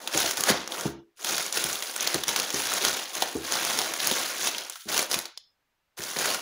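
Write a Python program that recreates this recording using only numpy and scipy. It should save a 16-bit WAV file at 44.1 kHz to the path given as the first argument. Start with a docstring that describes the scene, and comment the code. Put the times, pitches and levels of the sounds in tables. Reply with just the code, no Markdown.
"""Crumpled kraft paper rustles, close to a phone, as hands fold back the flaps of a cardboard box and rummage.
Each push or pull swells, holds and dies away: creases buckle in thousands of tiny crinkles and some
loud snaps, and sheets slide on each other. Flaps and hands bump the hollow box, and a small room
rings briefly after it all."""
import sys
import numpy as np
from scipy import signal
from scipy.fft import rfft, irfft, next_fast_len
from scipy.io import wavfile
from scipy.ndimage import uniform_filter1d

SR = 44100
rng = np.random.default_rng(int(sys.argv[2]) if len(sys.argv) > 2 else 0)


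def to_wav(sig):
    """Store sig (one row per channel, or 1-D mono) as 16-bit WAV at the path in sys.argv[1].

    Samples outside -1..1 are clipped; the rate is SR.
    """
    pcm = np.clip(np.atleast_2d(sig), -1, 1) * 32767
    pcm = np.round(pcm).astype(np.int16)
    wavfile.write(sys.argv[1], SR, pcm.T)  # frames by channels


N = 282681
GRAIN_SAMPLES, TOP_HZ = 1024, 15600


def undb(db):
    """Decibels to gain."""
    return 10 ** (np.asarray(db) / 20)


def unit(x):
    """Scale to rms 1."""
    return x / np.sqrt(np.mean(x ** 2))


def colour(x, points):
    """Minimum-phase filter through (freq_hz, gain_db) points."""
    hz, db = np.transpose(points)
    grid_hz = np.maximum(np.fft.rfftfreq(2 * GRAIN_SAMPLES, 1 / SR), 1)
    gain = undb(np.interp(np.log(grid_hz), np.log(hz), db))
    cepstrum = irfft(np.log(gain))[:GRAIN_SAMPLES]
    cepstrum[1:] *= 2
    impulse = irfft(np.exp(rfft(cepstrum, 2 * GRAIN_SAMPLES)))
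    return signal.fftconvolve(x, impulse)[:len(x)]


def band(x, hz, kind, order=2):
    """Butterworth low-pass or high-pass."""
    return signal.sosfilt(signal.butter(order, hz, kind, fs=SR, output="sos"), x)


def resonance(hz, centre_hz, q):
    """Complex response of one damped resonance, gain 1 at its centre."""
    return 1 / (1 + 1j * q * (hz / centre_hz - centre_hz / np.maximum(hz, 1)))


def place(start_s, sounds):
    """Mix in one row of samples at each start."""
    index = (start_s * SR).astype(int)[:, None] + np.arange(sounds.shape[1])
    return np.bincount(index.ravel(), sounds.ravel(), N)[:N]


# Pushes and pulls. Hollow is the bass gain of large sheets, edge the treble gain of tight creases.
# start_s, attack_s, hold_s, release_s, level_db, hollow_db, edge_db
STROKES = [(0.0, 0.0021, 0.1, .05, -44, 11, 1.5), (0.085, 0.063, 0.12, 0.19, -26.5, 2, -0.5),
           (0.348, .035, .02, 0.18, -32, 7.5, 0.5), (0.43, 0.065, 0.0035, .04, -20, 5, 1),
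           (0.473, 0.016, 0.017, 0.29, -29.5, 7, -9), (0.643, 0.085, 0.13, 0.1, -38, 10.5, 1.5),
           (1.145, .15, 0.047, .4, -28, 2.5, 0), (1.466, 0.088, .2, 0.086, -31.5, 2.5, 3),
           (1.752, 0.052, 0.19, 0.068, -37.5, 3.5, 3), (1.966, 0.034, 0.13, 0.26, -29.5, 0, -3),
           (2.244, 0.042, 0.0078, 0.18, -28.5, 5.5, -1), (2.315, 0.062, 0.033, 0.27, -29, 4, -1),
           (2.495, 0.047, 0.13, 0.18, -29.5, 1, 0), (2.666, 0.037, .07, 0.27, -29.5, 3.5, 0),
           (2.802, 0.026, 0.015, 0.47, -26, 1.5, -1.5), (3.1, 0.058, 0.063, 0.41, -33, 4.5, 0.5),
           (3.388, 0.063, 0.029, .06, -32.5, 1.5, -0.5), (3.474, .04, .28, 0.56, -29.5, 4, 0),
           (3.919, 0.13, 0.025, 0.79, -27, 2.5, 0.5), (4.293, 0.17, 0.022, 0.052, -26, 0.5, -0.5),
           (4.48, 0.048, 0.07, 0.36, -37.5, 3, -2.5), (4.685, .04, 0.097, 0.12, -47.5, -15, 6),
           (4.857, 0.048, 0.1, 0.11, -28, 4.5, 1), (5.076, 0.041, 0.0057, 0.17, -28, 3, 2),
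           (5.218, 0.038, .005, 0.054, -44, 2.5, -3), (5.964, 0.018, .17, .05, -36, 3, 2),
           (6.156, 0.0074, 0.15, 0.17, -28.5, 5.5, 0.5)]


def hands():
    """Each stroke swells, holds and lets go; in an overlap the stronger one dominates the colour."""
    t = np.arange(N) / SR
    powers = []
    for start_s, attack_s, hold_s, release_s, level_db, _, _ in STROKES:
        corners_s = start_s + np.cumsum([0, attack_s, hold_s, release_s])
        powers.append(undb(2 * level_db) * np.interp(t, corners_s, [0, 1, 1, 0]) ** 4)
    total = np.sum(powers, axis=0)
    hollow_db, edge_db = np.transpose(STROKES)[-2:] @ np.array(powers) / (total + 1e-18)
    return np.sqrt(total), hollow_db, edge_db


def buckles(facet_hz, t60_s, sheet_hz, sheet_db, crack_db, facet_q, sheet_q, spike):
    """One unit-energy burst per crease: a broad crack, its facet's ring, the knock of the sheet behind."""
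    t = np.arange(GRAIN_SAMPLES) / SR
    burst = rng.standard_normal((len(facet_hz), len(t))) * undb(-60 * t / t60_s[:, None])
    burst[:, 0] = spike * np.sign(burst[:, 0])  # the fold flips at once, then flutters
    hz = np.fft.rfftfreq(2 * len(t), 1 / SR)
    crack = undb(crack_db)[:, None] * hz / (hz + 700)
    facet = resonance(hz, facet_hz[:, None], facet_q)
    sheet = undb(sheet_db)[:, None] * resonance(hz, sheet_hz[:, None], sheet_q)
    grains = irfft(rfft(burst, 2 * len(t)) * (crack + facet + sheet))[:, :len(t)]
    return grains / np.sqrt(np.sum(grains ** 2, axis=1, keepdims=True))


def crinkles(count=4000, spread_db=1.5, cap_db=10.5, mid_t60_s=0.021, mid_hz=4410.0, spread_oct=1.69):
    """Small creases give way at random, many faint and a few strong, each with its own pitch and ring."""
    when, size = rng.random((count, 2)).T
    pitch, ring, span, knock, crack = rng.uniform(-1.007, 1, (count, 5)).T
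    level_db = np.minimum(-spread_db * np.log(1 - size), cap_db)
    facet_hz = np.minimum(mid_hz * 2 ** (spread_oct * pitch), TOP_HZ)
    t60_s = mid_t60_s * 2 ** ring * np.sqrt(mid_hz / facet_hz)  # small facets stop sooner
    grains = buckles(facet_hz, t60_s, sheet_hz=751.5 * 3 ** span, sheet_db=-4 + 9 * knock,
                     crack_db=-7 + 7 * crack, facet_q=4.14, sheet_q=18.0, spike=3.86)
    return unit(place(when * N / SR, grains * undb(level_db)[:, None]))


# Colour of kraft paper: freq_hz, gain_db
PAPER_COLOUR = [(40, -35), (80, -14), (160, -3), (350, 0.5), (1400, -0.5), (2300, -3.5), (3500, 0),
                (5000, -1), (6600, 1), (8100, -10), (10200, -2.5), (12200, -11), (13900, -11.5),
                (14700, -5.5)]


def rustle(slide_db=-6.5, hollow_hz=1280.0, edge_hz=6300.0):
    """Crinkles and sliding hiss follow the hands; big sheets sound hollow, tight creases bright."""
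    effort, hollow_db, edge_db = hands()
    paper = unit(colour(crinkles() + undb(slide_db) * rng.standard_normal(N), PAPER_COLOUR))
    size = next_fast_len(N)
    hz, spectrum = np.fft.rfftfreq(size, 1 / SR), rfft(paper, size)
    low = irfft(spectrum / (1 + (hz / hollow_hz) ** 4), size)[:N]
    high = paper - irfft(spectrum / (1 + (hz / edge_hz) ** 8), size)[:N]
    return effort * (paper + (undb(hollow_db) - 1) * low + (undb(edge_db) - 1) * high)


# Big creases snapping through: start_s, level_db, pitch_hz, sharpness_db
SNAPS = [(0.075, -10, 3760, -2), (0.1753, -3.5, 6800, -5), (0.203, -4.5, 12100, -6.5),
         (0.29, -14.5, 4900, 5), (0.3107, -8, 12100, 9), (0.3713, -10, 3900, 9), (0.3784, -12.5, 6560, -6),
         (0.4077, -5, 9800, 4.5), (0.437, -3, 7800, -0.5), (0.6759, -16, 5450, 0), (0.721, -16, 3550, -12),
         (0.81, -13.5, 8500, -2), (1.2463, -8.5, 3900, 16), (1.309, -13, 6000, 20.5),
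         (1.3668, -13.5, 9500, -11), (1.381, -8, 5900, 27), (1.4262, -18, 2400, 10.5),
         (1.464, -13, 6900, 1), (1.5261, -10.5, 7550, -7), (1.5727, -7, 2600, 10),
         (1.641, -5.5, 11300, -4.5), (1.824, -10.5, 2770, 2), (1.8695, -19, 3750, -5.5),
         (1.9632, -9.5, 8800, -5), (2.0077, -10.5, 6600, 0), (2.0264, -9.5, 2730, 2), (2.0738, -4, 4500, 2),
         (2.1441, -3.5, 7500, 13), (2.2365, -8, 3080, 0), (2.2815, -6.5, 6130, 1), (2.2905, -7, 3100, 4.5),
         (2.3618, -3, 2440, 0.5), (2.388, -13, 1500, 3), (2.399, -5.5, 4400, 9), (2.504, -11, 6640, 3),
         (2.5433, -13, 5600, -14), (2.7196, -9.5, 1460, -3), (2.7372, -7, 10000, -11), (2.85, -3, 6200, 14),
         (2.8832, -6.5, 5900, 4.5), (2.969, -12, 3180, 7), (3.152, -12.5, 6800, 2.5),
         (3.2222, -3.5, 3300, -2.5), (3.2226, -9.5, 720, -20), (3.522, -8, 6600, 5),
         (3.5392, -12, 4450, -5.5), (3.65, -8.5, 10600, -8.5), (3.7891, -4.5, 5900, 19),
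         (3.816, -10, 5000, 7), (3.9372, -9.5, 2300, 0), (4.0016, -9, 3400, -5), (4.072, 0, 12000, -6.5),
         (4.1132, -7, 3100, 6), (4.26, -15, 4400, 1), (4.472, -10.5, 3460, -1), (4.5471, -16, 2600, -16),
         (4.5826, -12, 4080, -5.5), (4.6979, -12.5, 7800, -10), (4.757, -22, 1400, -3),
         (4.9778, -4.5, 5200, 12), (4.9919, -3.5, 2110, 7), (5.027, -10, 4500, 14), (5.114, -8, 8800, 6),
         (5.1422, -4, 3180, 15.5), (5.1895, -8, 12100, 1), (5.2555, -19, 4480, -5),
         (5.3753, -20.5, 4780, -15), (6.0372, -16, 5470, 12), (6.165, -29, 9500, 0), (6.2565, -6, 1480, 4),
         (6.3449, -8.5, 1460, -5)]


def snaps(gain_db=12.0, mid_t60_s=0.021, mid_hz=4400.0):
    """Big creases pop; small facets ring high and short, and a harder crack knocks the sheet more."""
    start_s, level_db, pitch_hz, sharpness_db = np.transpose(SNAPS)
    sheet_hz = 890 * 2 ** rng.uniform(-0.4, 0.4, len(start_s))
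    t60_s = mid_t60_s * np.sqrt(mid_hz / pitch_hz)
    pops = buckles(pitch_hz, t60_s, sheet_hz, sheet_db=-19.5 + 0.96 * sharpness_db,
                   crack_db=-3.5 + sharpness_db, facet_q=5.1, sheet_q=1.2, spike=3.6)
    return undb(gain_db) * colour(place(start_s, pops * undb(level_db)[:, None]), PAPER_COLOUR)


# Modes of the box walls and the air between them: freq_hz, level_db, t60_s
BOX_MODES = [(72, -1, 0.41), (137, -1.5, 0.4), (179, -5, 0.41), (230, -5.5, 0.34), (282, -4, 0.25),
             (338.5, 6, 0.44), (408, 7, 0.31), (612, -25.5, .2), (762, -6, 0.23)]
# Flaps and hands hitting the box: start_s, level_db, pitch_hz, scuff_t60_s, boom_db
BUMPS = [(0.148, -28, 400, 0.1, -7), (0.241, -29, 600, 0.06, -9), (0.5, -17, 240, 0.037, -21),
         (.543, -31.5, 700, .04, -11), (.854, -26, 270, 0.064, -3), (1.573, -31, 320, .033, -17),
         (1.644, -41.5, 200, 0.058, 4), (2.144, -29, 326, 0.088, -5), (2.539, -31.5, 336, 0.051, -4),
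         (2.865, -39, 200, 0.034, 0.5), (3.351, -26.5, 317.3, 0.081, -4), (3.805, -30.5, 700, 0.045, -42),
         (4.112, -28, 300, 0.046, -35), (4.857, -46.5, 200, 0.072, 4.5), (4.992, -34, 250, 0.021, -18),
         (5.16, -37.5, 200, 0.04, -5.5), (5.991, -37.5, 180, 0.018, -4.5), (6.166, -33.5, 330, 0.031, -9.5)]


def bumps(dull_hz=2440.0, ring_db=-1.0, thud_db=0.5, thud_hz=138.0, thud_t60_s=0.07, rise_s=0.0031):
    """Each bump is a short dull scuff of cardboard, a thud of pushed air and the ring of the box."""
    t = np.arange(SR // 2) / SR
    hz = np.fft.rfftfreq(len(t), 1 / SR)
    mode_hz, mode_db, mode_t60_s = np.transpose(BOX_MODES)[:, :, None]
    thud_envelope = undb(thud_db - 60 * t / thud_t60_s) * (1 - np.exp(-t / rise_s))
    thud = thud_envelope * np.sin(2 * np.pi * thud_hz * t)
    sounds = []
    for _, level_db, pitch_hz, scuff_t60_s, boom_db in BUMPS:
        contact = rng.standard_normal(len(t)) * undb(-60 * t / scuff_t60_s)
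        scuff = irfft(rfft(contact) * resonance(hz, pitch_hz, q=1.35) ** 2)
        scuff /= np.sqrt(np.sum(scuff ** 2) / (SR * scuff_t60_s / 6))
        # each spot on the box drives the modes a little differently
        detune, side = rng.standard_normal((2, len(BOX_MODES), 1))
        tones = np.sign(side) * np.sin(2 * np.pi * mode_hz * (1 + 0.0076 * detune) * t)
        modes = tones * undb(mode_db - 60 * t / mode_t60_s)
        ring = undb(ring_db) * modes.sum(0) / np.sqrt(len(BOX_MODES))
        push = undb(1.72 * (level_db + 28.5))  # harder bumps push out more air
        sounds.append(undb(level_db) * (scuff + undb(boom_db) * (push * thud + ring)))
    start_s = np.transpose(BUMPS)[0]
    return band(place(start_s, np.array(sounds)), dull_hz, "low")


# Air pockets between paper and box walls: centre_hz, q, level_db
AIR_POCKETS = [(338, 16, -6.5), (460, 2.1, -11.5), (577, 10, -1), (733, 27, 4), (902, 19, -4),
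               (1090, 29, -2.5), (1450, 36, 0), (1610, 97, -5), (2210, 40, -2.5), (2390, 68, -2),
               (3443, 110, -18)]


def pockets(x, ring_db=-7.0):
    """The hollows in the packed box ring along with the paper."""
    size = next_fast_len(N + SR // 4)
    hz = np.fft.rfftfreq(size, 1 / SR)
    response = sum(undb(level_db) * resonance(hz, centre_hz, q) for centre_hz, q, level_db in AIR_POCKETS)
    return x + undb(ring_db) * irfft(rfft(x, size) * response, size)[:N]


def room(x, t60_s=0.46, treble_t60_s=0.25, treble_db=-5.0, split_hz=3750.0, bass_hz=171.0, gap_s=0.0058):
    """A small room: a diffuse tail with little bass, whose treble dies sooner."""
    t = np.arange(SR // 2) / SR
    low = band(rng.standard_normal(len(t)), split_hz, "low") * undb(-60 * t / t60_s)
    high = band(rng.standard_normal(len(t)), split_hz, "high") * undb(treble_db - 60 * t / treble_t60_s)
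    tail = band((low + high) * (t > gap_s), bass_hz, "high")
    return signal.fftconvolve(x, tail / np.sqrt(np.sum(tail ** 2)))[:N]


def scene(room_db=-12.5):
    """Paper and box in the room, mono."""
    near = pockets(rustle() + snaps()) + bumps()
    return (near + undb(room_db) * room(near))[None]


def suppress(x, threshold_db=-75.5, tilt_db_per_oct=-5.0, floor_db=-21.0, frame_samples=512):
    """Noise suppressor: each band that sinks towards the threshold is turned down."""
    hz, _, frames = signal.stft(x, SR, nperseg=frame_samples)
    power = uniform_filter1d(np.abs(frames) ** 2, size=3, axis=-1)
    power = uniform_filter1d(power, size=3, axis=-2)
    octaves = np.log2(np.maximum(hz[:, None], 200) / 1000)
    threshold = undb(threshold_db + tilt_db_per_oct * octaves) ** 2
    gain = np.maximum(power ** 2 / (power ** 2 + threshold ** 2), undb(floor_db))
    return signal.istft(frames * gain, SR, nperseg=frame_samples)[1][:, :N]


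# Colour of the faint hiss in the pauses: freq_hz, gain_db
HISS_COLOUR = [(30, 2.5), (300, -6.5), (900, -4), (2000, -5.5), (6000, -15.5), (9000, -21), (15000, -18.5)]
HISS_DB, LOW_CUT_HZ = -77, 66


def record(dry):
    """The phone thins the deep bass, hushes quiet sound, adds a faint even hiss and cuts the top."""
    hushed = suppress(band(dry, LOW_CUT_HZ, "high", order=5))
    hiss = undb(HISS_DB) * unit(colour(rng.standard_normal(N), HISS_COLOUR))
    top_cut = signal.ellip(10, 0.2, 70, TOP_HZ, fs=SR, output="sos")
    return signal.sosfilt(top_cut, hushed + hiss)


dry = scene()
out = record(dry)
to_wav(out)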